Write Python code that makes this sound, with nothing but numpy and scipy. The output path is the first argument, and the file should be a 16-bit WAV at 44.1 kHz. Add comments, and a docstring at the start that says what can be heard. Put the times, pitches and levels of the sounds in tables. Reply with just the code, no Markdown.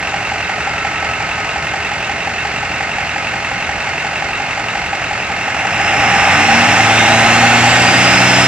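"""Two diesel pickups at the start line of an open drag strip, heard from the trackside wall.
First the near V8 idles: uneven knocks ring its block over a wash of noise, and the other exhaust throbs.
Early on a brake squeals faintly in three short gliding tones; later the near engine sags under load.
Then both rev up against their brakes: the knocks merge into a roar and the exhaust drones through its
pipe resonances. A brief whine passes while the turbo whistles climb and the intake hisses."""
import sys
import numpy as np
from scipy import signal
from scipy.fft import rfft, irfft, next_fast_len
from scipy.io import wavfile
from scipy.ndimage import uniform_filter1d

SR = 44100
rng = np.random.default_rng(int(sys.argv[2]) if len(sys.argv) > 2 else 0)


def generate_wav(signal):
    """Clip the signal to [-1, 1] and save it as 16-bit WAV at the path in sys.argv[1]."""
    frames = np.transpose(np.atleast_2d(signal))
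    scaled = np.clip(frames, -1, 1) * 32767
    pcm = np.round(scaled).astype(np.int16)
    wavfile.write(sys.argv[1], SR, pcm)


N = 373527
T = np.arange(N) / SR  # time in s

# In all tables, t is time and f is frequency.
# Shape of the low rumble of the pits and the track: f/Hz, relative level per Hz/dB
TRACK_SPECTRUM = [(20, -48), (30, -27), (42, -2.5), (75, 3), (115, -3), (190, 0.5), (300, -30), (1000, -73)]
# Gliding tones of the squealing brake: start t/s, length/s, start f/Hz, end f/Hz, level/dB
BRAKE_GLIDES = [(.6, 0.3, 1380, 1318, -29.5), (.93, 0.34, 1312, 1290, -29),
                (1.24, 0.394, 1252, 1290, -32.5)]
# Brief whine that rises and falls back: t/s, f/Hz, level/dB
WHINE_CURVE = [(5.92, 1130, -90), (5.98, 1148, -28), (6.1, 1182, -29), (6.23, 1213, -24.5),
               (6.36, 1162, -28), (6.46, 1140, -90)]
# Exhaust tones of the other truck: multiple of its firing rate, level/dB
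FAR_EXHAUST_TONES = [(2, -44.5), (3, -42), (4, -46.5), (6, -50), (8, -47), (10, -53.5)]
# Far turbo's climbing whistle: t/s, f/Hz
FAR_TURBO_PITCH = [(6, 2800), (6.55, 4450), (7, 5950), (7.45, 6950), (7.8, 7550), (8.47, 8500)]
# Strength of that whistle: t/s, level/dB
FAR_TURBO_LEVEL = [(5.9, -90), (6.25, -41), (6.55, -35.5), (6.7, -44), (7, -35.5), (7.35, -40),
                   (7.72, -31.5), (7.92, -43), (8.47, -52)]
# Near turbo's climbing blade tone: t/s, f/Hz
NEAR_TURBO_PITCH = [(6, 1750), (6.7, 3090), (7, 3660), (7.2, 4000), (7.48, 4374), (7.8, 4700), (7.96, 4910),
                    (8.2, 5085), (8.47, 5230)]
# Strength of that blade tone: t/s, level/dB
NEAR_BLADE_LEVEL = [(6, -70), (6.7, -34), (6.9, -34), (7, -28.5), (7.3, -33.5), (7.8, -34), (8, -28),
                    (8.33, -28), (8.45, -23)]
# Swells of the near turbo's shaft tone: middle t/s, half-width (where the gain is 1/e)/s, level/dB
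SHAFT_TONE_SWELLS = [(6.96, .07, -28), (7.15, .085, -18.5), (7.45, .1, -26)]
# Breathy whistle of the intake: t/s, f/Hz, level/dB
INTAKE_CURVE = [(5, 5400, -75), (5.35, 5450, -46), (5.62, 5460, -43), (5.8, 5195, -38), (6.05, 5320, -33),
                (6.4, 5390, -33), (6.8, 5460, -34), (7.1, 5400, -39), (8.47, 5410, -32)]
# Shape of the intake's hiss: f/Hz, relative level per Hz/dB
HISS_SPECTRUM = [(1500, -7.5), (3100, 4.5), (4100, -1.5), (5400, -4), (7200, -6.5), (8600, -12),
                 (10500, -27.5), (14000, -29.5), (16000, -36)]
# Shape of the turbulent exhaust gas: f/Hz, relative level per Hz/dB
RUMBLE_SPECTRUM = [(30, -44), (55, -22), (80, -3), (110, 2), (170, -3), (260, -1.5), (400, -5), (600, -2),
                   (1000, -36), (3000, -70)]
# Exhaust tones, the fractions from unevenly firing banks: multiple of firing rate, relative level/dB
EXHAUST_TONES = [(.75, -13), (1, 1), (1.25, -14), (1.5, -2), (1.75, -5.5), (2, -4), (2.25, -2.5),
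                 (2.75, -10.5), (3, -7), (4, -10.5), (5, -14.5)]
# Exhaust pipe resonances: f/Hz, width/Hz, gain at the peak/dB
PIPE_RESONANCES = [(93, 16, -11), (118, 20, -6.5), (184.4, 5, -4), (232.3, 7.7, 0), (292.4, 8.5, 1.5),
                   (338.4, 13, -5), (487, 24, -11), (602, 40, 2.5)]
# Idle speed, which hunts slightly: t/s, firing rate/(firings per s)
IDLE_SPEED = [(0, 45.08), (1, 45.25), (1.4, 44.8), (2.5, 44.9), (3, 45.3), (3.6, 45), (4.2, 45.4),
              (5, 45.02)]
# Knock of each cylinder in firing order: relative level/dB, delay of its crack/s
CYLINDER_KNOCKS = [(4.5, .0065), (4.5, .0045), (1.5, .003), (4.5, 0.00269), (4, 0.0011), (4.5, .005),
                   (3, .003), (3.5, 0.0011)]
# Shape of knocks and gear wash together: f/Hz, relative level per Hz/dB
CLATTER_SPECTRUM = [(25, -24), (200, -12.5), (450, -11), (700, 2), (850, 1.5), (1020, -3.5), (1500, 0.5),
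                    (1900, 0.5), (2350, 0), (2750, 0), (3100, -9.5), (3600, -13.5), (5200, -16.5),
                    (7300, -22), (8600, -31.5), (10500, -40.5), (14000, -54)]
# Rings of the block and covers: f/Hz, width of each of two stages/Hz, level against boom or clatter/dB
BLOCK_RINGS = [(701, 47, -16.5), (779, 46, -7.5), (814, 44, -6.5), (1285, 26, -16), (1514.5, 42, -15.5),
               (1860, 39, -17), (2111, 64, -13.5), (2622, 48, -16)]
# Injector ticks: place in the cycle/firings, f/Hz, width of each of two stages/Hz, level against clatter/dB
INJECTOR_TICKS = [(.2, 1760, 200, -18), (.2, 4440, 200, -37), (1.05, 7450, 260, -33),
                  (1.1, 4610, 150, -30.5), (1.1, 5300, 190, -33), (1.95, 2110, 130, -14),
                  (2.15, 1280, 110, -21), (3, 4350, 150, -29), (3.95, 2700, 150, -21), (4, 680, 90, -21),
                  (5.1, 1900, 160, -18), (5.12, 2660, 140, -11.5), (5.25, 7720, 240, -41),
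                  (5.95, 3820, 190, -24), (5.9, 2690, 150, -15), (6.1, 2160, 140, -15.5),
                  (7, 7100, 300, -34), (7.9, 7250, 300, -37)]
# Microphone pair: f/Hz, side against middle level/dB
STEREO_WIDTH = [(30, -10), (100, -27.5), (270, -22), (740, -17.5), (1210, -11.5), (2010, -8), (3310, -4.5),
                (5470, 2), (9000, 5), (14000, 12)]
# Balance of the pair: f/Hz, left against right level/dB
STEREO_LEAN = [(500, 0), (1100, 0.5), (2200, -3), (4000, 0.5), (9000, -1.5)]

# Background
TRACK_DB = -36
HUM_HZ, HUM_START_DB = 418.4, -41
HUM_FADE_S, HUM_FADE_DB = 2.7, 5  # middle of the fade, total drop
FAR_IDLE_HZ = 38.15  # average firings per s

# Turbos and intake
BOOST_S, BOOST_WIDTH_S = 5.87, 0.12  # the rush of air comes in
BLADES = 6  # on the near turbo
RUSH_DB = -41
HISS_TOP_SPEED_DB = -20.5

# Near engine speed in firings per s; every width belongs to a smooth curve
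START_FIRINGS = 1.9  # crank position at the start
RUN_UP_HZ, CREEP_HZ_PER_S = 59.3, 8.7
RUN_UP_S, RUN_UP_WIDTH_S = 6.0174, .2343
SAG_HZ, SAG_S, SAG_WIDTH_S = 5.669, 5.456, .3595
THROTTLE_S, THROTTLE_WIDTH_S = 5.79, 0.18  # half open, gentleness of opening

# Layer levels: (dB at idle, dB at full throttle)
CLATTER_DB = (-21.5, -12)
BOOM_DB = (-24.5, -13.5)  # before it eases late in the run-up
RUMBLE_DB = (-33.5, -25.5)

# Exhaust drone: base levels before and after it sets in, then two further gains
DRONE_DB = (-44, -23)
DRONE_S, DRONE_WIDTH_S = 5.62, 0.08
DRONE_GROWTH_DB_PER_S, DRONE_BOOST_DB = 1.5, 3.5

# Knocks
CYLINDERS = len(CYLINDER_KNOCKS)
SCATTER_S = .00007  # spread of the ignition timing
KNOCK_ATTACK_S, RATTLE_S, TAIL_DB, TAIL_S = .002, .014, -9, .03  # swell, rattle, weak tail
CRACK_DB, CRACK_S = -6, .001
GEARS_DB = -1.5  # gear wash against the knocks, before shaping
BOOM_EASE_DB, BOOM_EASE_S = 4.5, 7.8
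LOPE_DB, ACCENT_LOSS = 13.2, 0.55  # first cylinder's accent at idle, share lost at full throttle
BOOM_LAG_S = .003  # average delay of the block's rings
BLOCK_SCATTER_S = .0008  # extra timing spread of the rings at full throttle
TICK_RATTLE_DB = -6  # rattle against clean strike, before ringing
TICK_LOAD_DB = -6.5  # change against the clatter at full throttle
DULL_S, DULL_HZ, DULL_WIDTH_HZ, DULL_SHARE = 5.63, 4470, 1400, 0.68  # upper ring lost under load


def from_db(db):
    """Turn decibels into a gain."""
    return 10 ** (np.asarray(db) / 20)


def rms_one(x):
    """Scale to an average strength (rms) of 1."""
    return x / np.sqrt(np.mean(x ** 2) + 1e-20)


def rise(middle_s, width_s):
    """Make an S-curve in time from 0 to 1."""
    return (1 + np.tanh((T - middle_s) / (2 * width_s))) / 2


def hump(middle_s, width_s):
    """Make a bell in time: 0 up to 1 and back."""
    return np.exp(-((T - middle_s) / width_s) ** 2)


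def curve(rows):
    """Join the points of a speed, pitch or level with straight lines in time."""
    return np.interp(T, *np.transpose(rows))


def level(range_db, amount):
    """Move between two dB values as the amount goes from 0 to 1."""
    low_db, high_db = range_db
    return low_db + (high_db - low_db) * amount


def colour(x, spectrum):
    """Filter by a smooth curve of level against frequency."""
    hz, db = np.transpose(spectrum)
    size = next_fast_len(N + SR // 10)
    log_hz = np.log(np.maximum(np.fft.rfftfreq(size, 1 / SR), 1))
    gain = from_db(np.interp(log_hz, np.log(hz), db))
    return irfft(rfft(x, size) * gain, size)[:N]


def drift(rate_hz):
    """Wander randomly with rms 1, drawn at every 20th sample and joined up."""
    r = np.exp(-40 * np.pi * rate_hz / SR)
    noise = rng.standard_normal(N // 20 + 2002)
    slow = signal.lfilter([1], [1, -2 * r, r * r], noise)[2000:]  # skip the filter's start
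    return np.interp(np.arange(N) / 20, np.arange(len(slow)), rms_one(slow))


def resonate(x, hz, width_hz):
    """Ring like one resonant part, with gain 1 at its peak."""
    r = np.exp(-np.pi * width_hz / SR)
    feed = np.array([1, 0, -1]) * (1 - r * r) / 2
    feedback = [1, -2 * r * np.cos(2 * np.pi * hz / SR), r * r]
    return signal.lfilter(feed, feedback, x + 1e-18)


def whistle(hz, wobble, wobble_hz, flutter_db):
    """Make a tone whose pitch and strength flutter at random; rms 1."""
    phase = 2 * np.pi * np.cumsum(hz * (1 + wobble * drift(wobble_hz))) / SR
    return rms_one(np.sin(phase) * from_db(flutter_db * drift(29)))


def sung(rows, wobble, wobble_hz, flutter_db):
    """Let a whistle follow a curve of pitch and level."""
    s, hz, db = np.transpose(rows)
    tone = whistle(np.interp(T, s, hz), wobble, wobble_hz, flutter_db)
    return from_db(np.interp(T, s, db)) * tone


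def track_rumble():
    """Low noise of the pits and the track."""
    return from_db(TRACK_DB) * rms_one(colour(rng.standard_normal(N), TRACK_SPECTRUM))


def background_hum():
    """A faint, slightly unsteady tone that recedes."""
    hum_db = HUM_START_DB - HUM_FADE_DB * rise(HUM_FADE_S, width_s=.2)
    return from_db(hum_db) * whistle(HUM_HZ, wobble=.008, wobble_hz=15, flutter_db=2.5)


def brake_squeal():
    """Brake tones fade in, slide evenly in pitch and fade out."""
    out = 0
    for s, length_s, start_hz, end_hz, db in BRAKE_GLIDES:
        hz = np.interp(T, [s, s + length_s], [start_hz, end_hz])
        envelope = rise(s, width_s=.017) * (1 - rise(s + length_s, width_s=.017))
        tone = whistle(hz, wobble=.0014, wobble_hz=40, flutter_db=1.5)
        out = out + from_db(db) * envelope * tone
    return out


def brief_whine():
    """A single tone that rises in pitch and falls back."""
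    return sung(WHINE_CURVE, wobble=.003, wobble_hz=60, flutter_db=1)


def far_idle(throttle):
    """The other exhaust throbs at its own pace, fading out as both trucks rev up."""
    crank = np.cumsum(FAR_IDLE_HZ * (1 + .005 * drift(2))) / SR
    tones = 0
    for multiple, db in FAR_EXHAUST_TONES:
        tones = tones + from_db(db) * np.sin(2 * np.pi * (multiple * crank + rng.random()))
    return np.sqrt(2) * tones * (1 - throttle)


def far_turbo():
    """The other turbo's climbing whistle is breathy because its pitch jitters quickly."""
    tone = whistle(curve(FAR_TURBO_PITCH), wobble=.021, wobble_hz=300, flutter_db=2)
    return from_db(curve(FAR_TURBO_LEVEL)) * tone


def near_turbo():
    """The turbo hums once per turn and whistles once per blade in a rush of air."""
    blade_hz = curve(NEAR_TURBO_PITCH)
    blade_tone = whistle(blade_hz, wobble=.0018, wobble_hz=60, flutter_db=2.5)
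    blades = from_db(curve(NEAR_BLADE_LEVEL)) * blade_tone
    air = whistle(blade_hz, wobble=.07, wobble_hz=400, flutter_db=3)
    rush = from_db(RUSH_DB) * rise(BOOST_S, BOOST_WIDTH_S) * air
    shaft_gain = sum(from_db(db) * hump(s, width_s) for s, width_s, db in SHAFT_TONE_SWELLS)
    shaft = shaft_gain * whistle(blade_hz / BLADES, wobble=.01, wobble_hz=60, flutter_db=2)
    return blades + rush + shaft


def intake(speed):
    """Air drawn in makes an uneven, breathy whistle and a hiss that grows with engine speed."""
    load = (speed - speed.min()) / np.ptp(speed)
    noise = rms_one(colour(rng.standard_normal(N), HISS_SPECTRUM))
    hiss = from_db(HISS_TOP_SPEED_DB) * load ** 2 * noise
    return hiss + sung(INTAKE_CURVE, wobble=.036, wobble_hz=400, flutter_db=2.5)


def rumble(crank, throb=0.12):
    """Turbulent exhaust gas leaves in puffs, one per firing."""
    puffs = 1 + throb * np.cos(2 * np.pi * crank)
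    return rms_one(colour(rng.standard_normal(N) * puffs, RUMBLE_SPECTRUM))


def drone(crank, speed):
    """Each exhaust tone swells when the changing speed carries it through a pipe resonance."""
    out = 0
    for multiple, db in EXHAUST_TONES:
        power = 0
        for hz, width_hz, peak_db in PIPE_RESONANCES:
            offset = 2 * (multiple * speed - hz) / width_hz
            power = power + from_db(peak_db) ** 2 / (1 + offset ** 2)
        phase = 2 * np.pi * (multiple * crank + rng.random()) + .12 * drift(5.8)
        out = out + np.sqrt(2 * power) * from_db(db + drift(5)) * np.sin(phase)
    return out


def exhaust(crank, speed, throttle):
    """The rumble follows the throttle; the drone sets in just before and keeps growing with boost."""
    drone_db = level(DRONE_DB, rise(DRONE_S, DRONE_WIDTH_S))
    drone_db = drone_db + DRONE_GROWTH_DB_PER_S * np.maximum(T - BOOST_S, 0)
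    drone_db = drone_db + DRONE_BOOST_DB * rise(6.3, width_s=.12)
    tones = from_db(drone_db) * drone(crank, speed)
    return tones + from_db(level(RUMBLE_DB, throttle)) * rumble(crank)


def engine_speed():
    """Firings per second: idle, a sag as it takes up load, the run-up and a steady creep."""
    gained_hz = RUN_UP_HZ + CREEP_HZ_PER_S * (T - RUN_UP_S)
    gained_hz = gained_hz * rise(RUN_UP_S, RUN_UP_WIDTH_S)
    return curve(IDLE_SPEED) - SAG_HZ * hump(SAG_S, SAG_WIDTH_S) + gained_hz


def firings(crank):
    """Find the sample and cylinder of each firing; ignition comes a little early or late."""
    at = np.flatnonzero(np.diff(np.floor(crank)) > 0) + 1
    cylinder = crank[at].astype(int) % CYLINDERS
    shift = (SCATTER_S * SR * rng.standard_normal(len(at))).astype(int)
    return np.clip(at + shift, 0, N - 1), cylinder


def blows(at, db, uneven_db):
    """Place clicks of uneven strength."""
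    clicks = np.zeros(N)
    clicks[at] = from_db(db + uneven_db * rng.standard_normal(len(at)))
    return clicks


def evened(x):
    """Hold the rms near 1 over a few engine cycles, however fast the knocks come."""
    power = uniform_filter1d(uniform_filter1d(x * x, size=15670), size=7835)
    return x / np.sqrt(np.maximum(power, 1e-20))


def grain(envelope):
    """One dense ring of many metal parts: noise of even colour that follows the envelope."""
    burst = rfft(envelope * rng.standard_normal(len(envelope)), 2 * len(envelope))
    even_burst = irfft(burst / (np.abs(burst) + 1e-12))[:len(envelope)]
    fade_in = 1 - np.exp(-T[:len(envelope)] / .001)
    return fade_in * even_burst


def clatter(at, cylinder):
    """Each cylinder repeats its own rattle and sharp crack, over the wash of the gear train."""
    t, knocks = T[:SR // 12], 0
    fading = np.exp(-t / RATTLE_S) + from_db(TAIL_DB) * np.exp(-t / TAIL_S)
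    rattle = (1 - np.exp(-t / KNOCK_ATTACK_S)) * fading
    for k, (db, delay_s) in enumerate(CYLINDER_KNOCKS):
        crack = from_db(CRACK_DB) * (t >= delay_s) * np.exp(-np.abs(t - delay_s) / CRACK_S)
        clicks = blows(at[cylinder == k], db, uneven_db=1.0)
        knocks = knocks + signal.oaconvolve(clicks, grain(rattle + crack))[:N]
    gears = from_db(GEARS_DB) * rng.standard_normal(N)
    return rms_one(colour(evened(knocks) + gears, CLATTER_SPECTRUM))


def block(at, cylinder, throttle, boom_db, clatter_db):
    """Firings ring coupled panels, which swell then fade; one cylinder booms harder, less under load."""
    out = 0
    lope_db = LOPE_DB * (1 - ACCENT_LOSS * throttle[at]) * (cylinder == 0)
    spread_s = SCATTER_S + BLOCK_SCATTER_S * throttle[at]  # struck less evenly under load
    for k, (hz, width_hz, db) in enumerate(BLOCK_RINGS):
        lag_s = BOOM_LAG_S + spread_s * rng.standard_normal(len(at))
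        late = np.clip(at + (lag_s * SR).astype(int), 0, N - 1)
        clicks = blows(late, lope_db * (k in (1, 2)), uneven_db=.8)  # two rings carry the accent
        ring = evened(resonate(resonate(clicks, hz, width_hz), hz, width_hz))
        layer_db = boom_db if k <= 2 else clatter_db  # the lowest three boom
        out = out + ring * from_db(db + layer_db)
    return out


def injectors(crank, rattle_s=0.018):
    """Injectors tick once per engine cycle, each with a clean ring and its own brief rattle."""
    out = 0
    for place, hz, width_hz, db in INJECTOR_TICKS:
        at, _ = firings((crank - place) / CYLINDERS)
        clicks = blows(at, 0, uneven_db=.8)
        rattle = signal.oaconvolve(clicks, grain(np.exp(-T[:SR // 25] / rattle_s)))[:N]
        strike = rms_one(clicks) + from_db(TICK_RATTLE_DB) * rms_one(rattle)
        ring = resonate(resonate(strike, hz, width_hz), hz, width_hz)
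        out = out + from_db(db) * rms_one(ring)
    return out


def engine(crank, throttle):
    """Knocks are heard directly and through the ringing block, with ticks; all dull under load."""
    at, cylinder = firings(crank)
    clatter_db = level(CLATTER_DB, throttle)
    boom_db = level(BOOM_DB, throttle) - BOOM_EASE_DB * rise(BOOM_EASE_S, width_s=0.046)
    out = from_db(clatter_db) * clatter(at, cylinder)
    out = out + block(at, cylinder, throttle, boom_db, clatter_db)
    out = out + from_db(clatter_db + TICK_LOAD_DB * throttle) * injectors(crank)
    lost = DULL_SHARE * rise(DULL_S, width_s=0.21) * resonate(out, DULL_HZ, DULL_WIDTH_HZ)
    return out - lost


def microphones(x, direct, scatter_s):
    """Two close ports differ by the direct wave's slope and sound scattered by walls and stands."""
    t = T[:SR // 5]
    echoes = rng.standard_normal(len(t)) * np.exp(-t / scatter_s) * (t > .004)
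    scattered = signal.fftconvolve(x, echoes / np.linalg.norm(echoes))[:N]
    slope = np.imag(signal.hilbert(x, next_fast_len(N)))[:N]  # a quarter-wave shift
    side = colour(np.sqrt(direct) * slope + np.sqrt(1 - direct) * scattered, STEREO_WIDTH)
    channels = []
    for sign in (1, -1):  # left, right
        lean = [(hz, sign * db / 2) for hz, db in STEREO_LEAN]
        channels.append(colour(x + sign * side, lean))
    return np.array(channels)


def scene():
    """Engine speed times the near knocks and exhaust; the throttle sets their strength."""
    speed = engine_speed()
    crank = START_FIRINGS + np.cumsum(speed) / SR  # counted in firings
    throttle = rise(THROTTLE_S, THROTTLE_WIDTH_S)
    surroundings = track_rumble() + background_hum() + brake_squeal() + brief_whine()
    far_truck = far_idle(throttle) + far_turbo()
    near_truck = near_turbo() + intake(speed) + exhaust(crank, speed, throttle) + engine(crank, throttle)
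    return microphones(surroundings + far_truck + near_truck, direct=.5, scatter_s=.035)


def record(dry):
    """Flatten the loudest peaks near full scale and cut the top of the treble."""
    limited = dry / (1 + dry ** 12) ** (1 / 12)
    low_pass = signal.cheby2(14, 60, 15300, fs=SR, output="sos")  # 60 dB down from 15300 Hz up
    return signal.sosfilt(low_pass, limited)


dry = scene()
out = record(dry)
generate_wav(out)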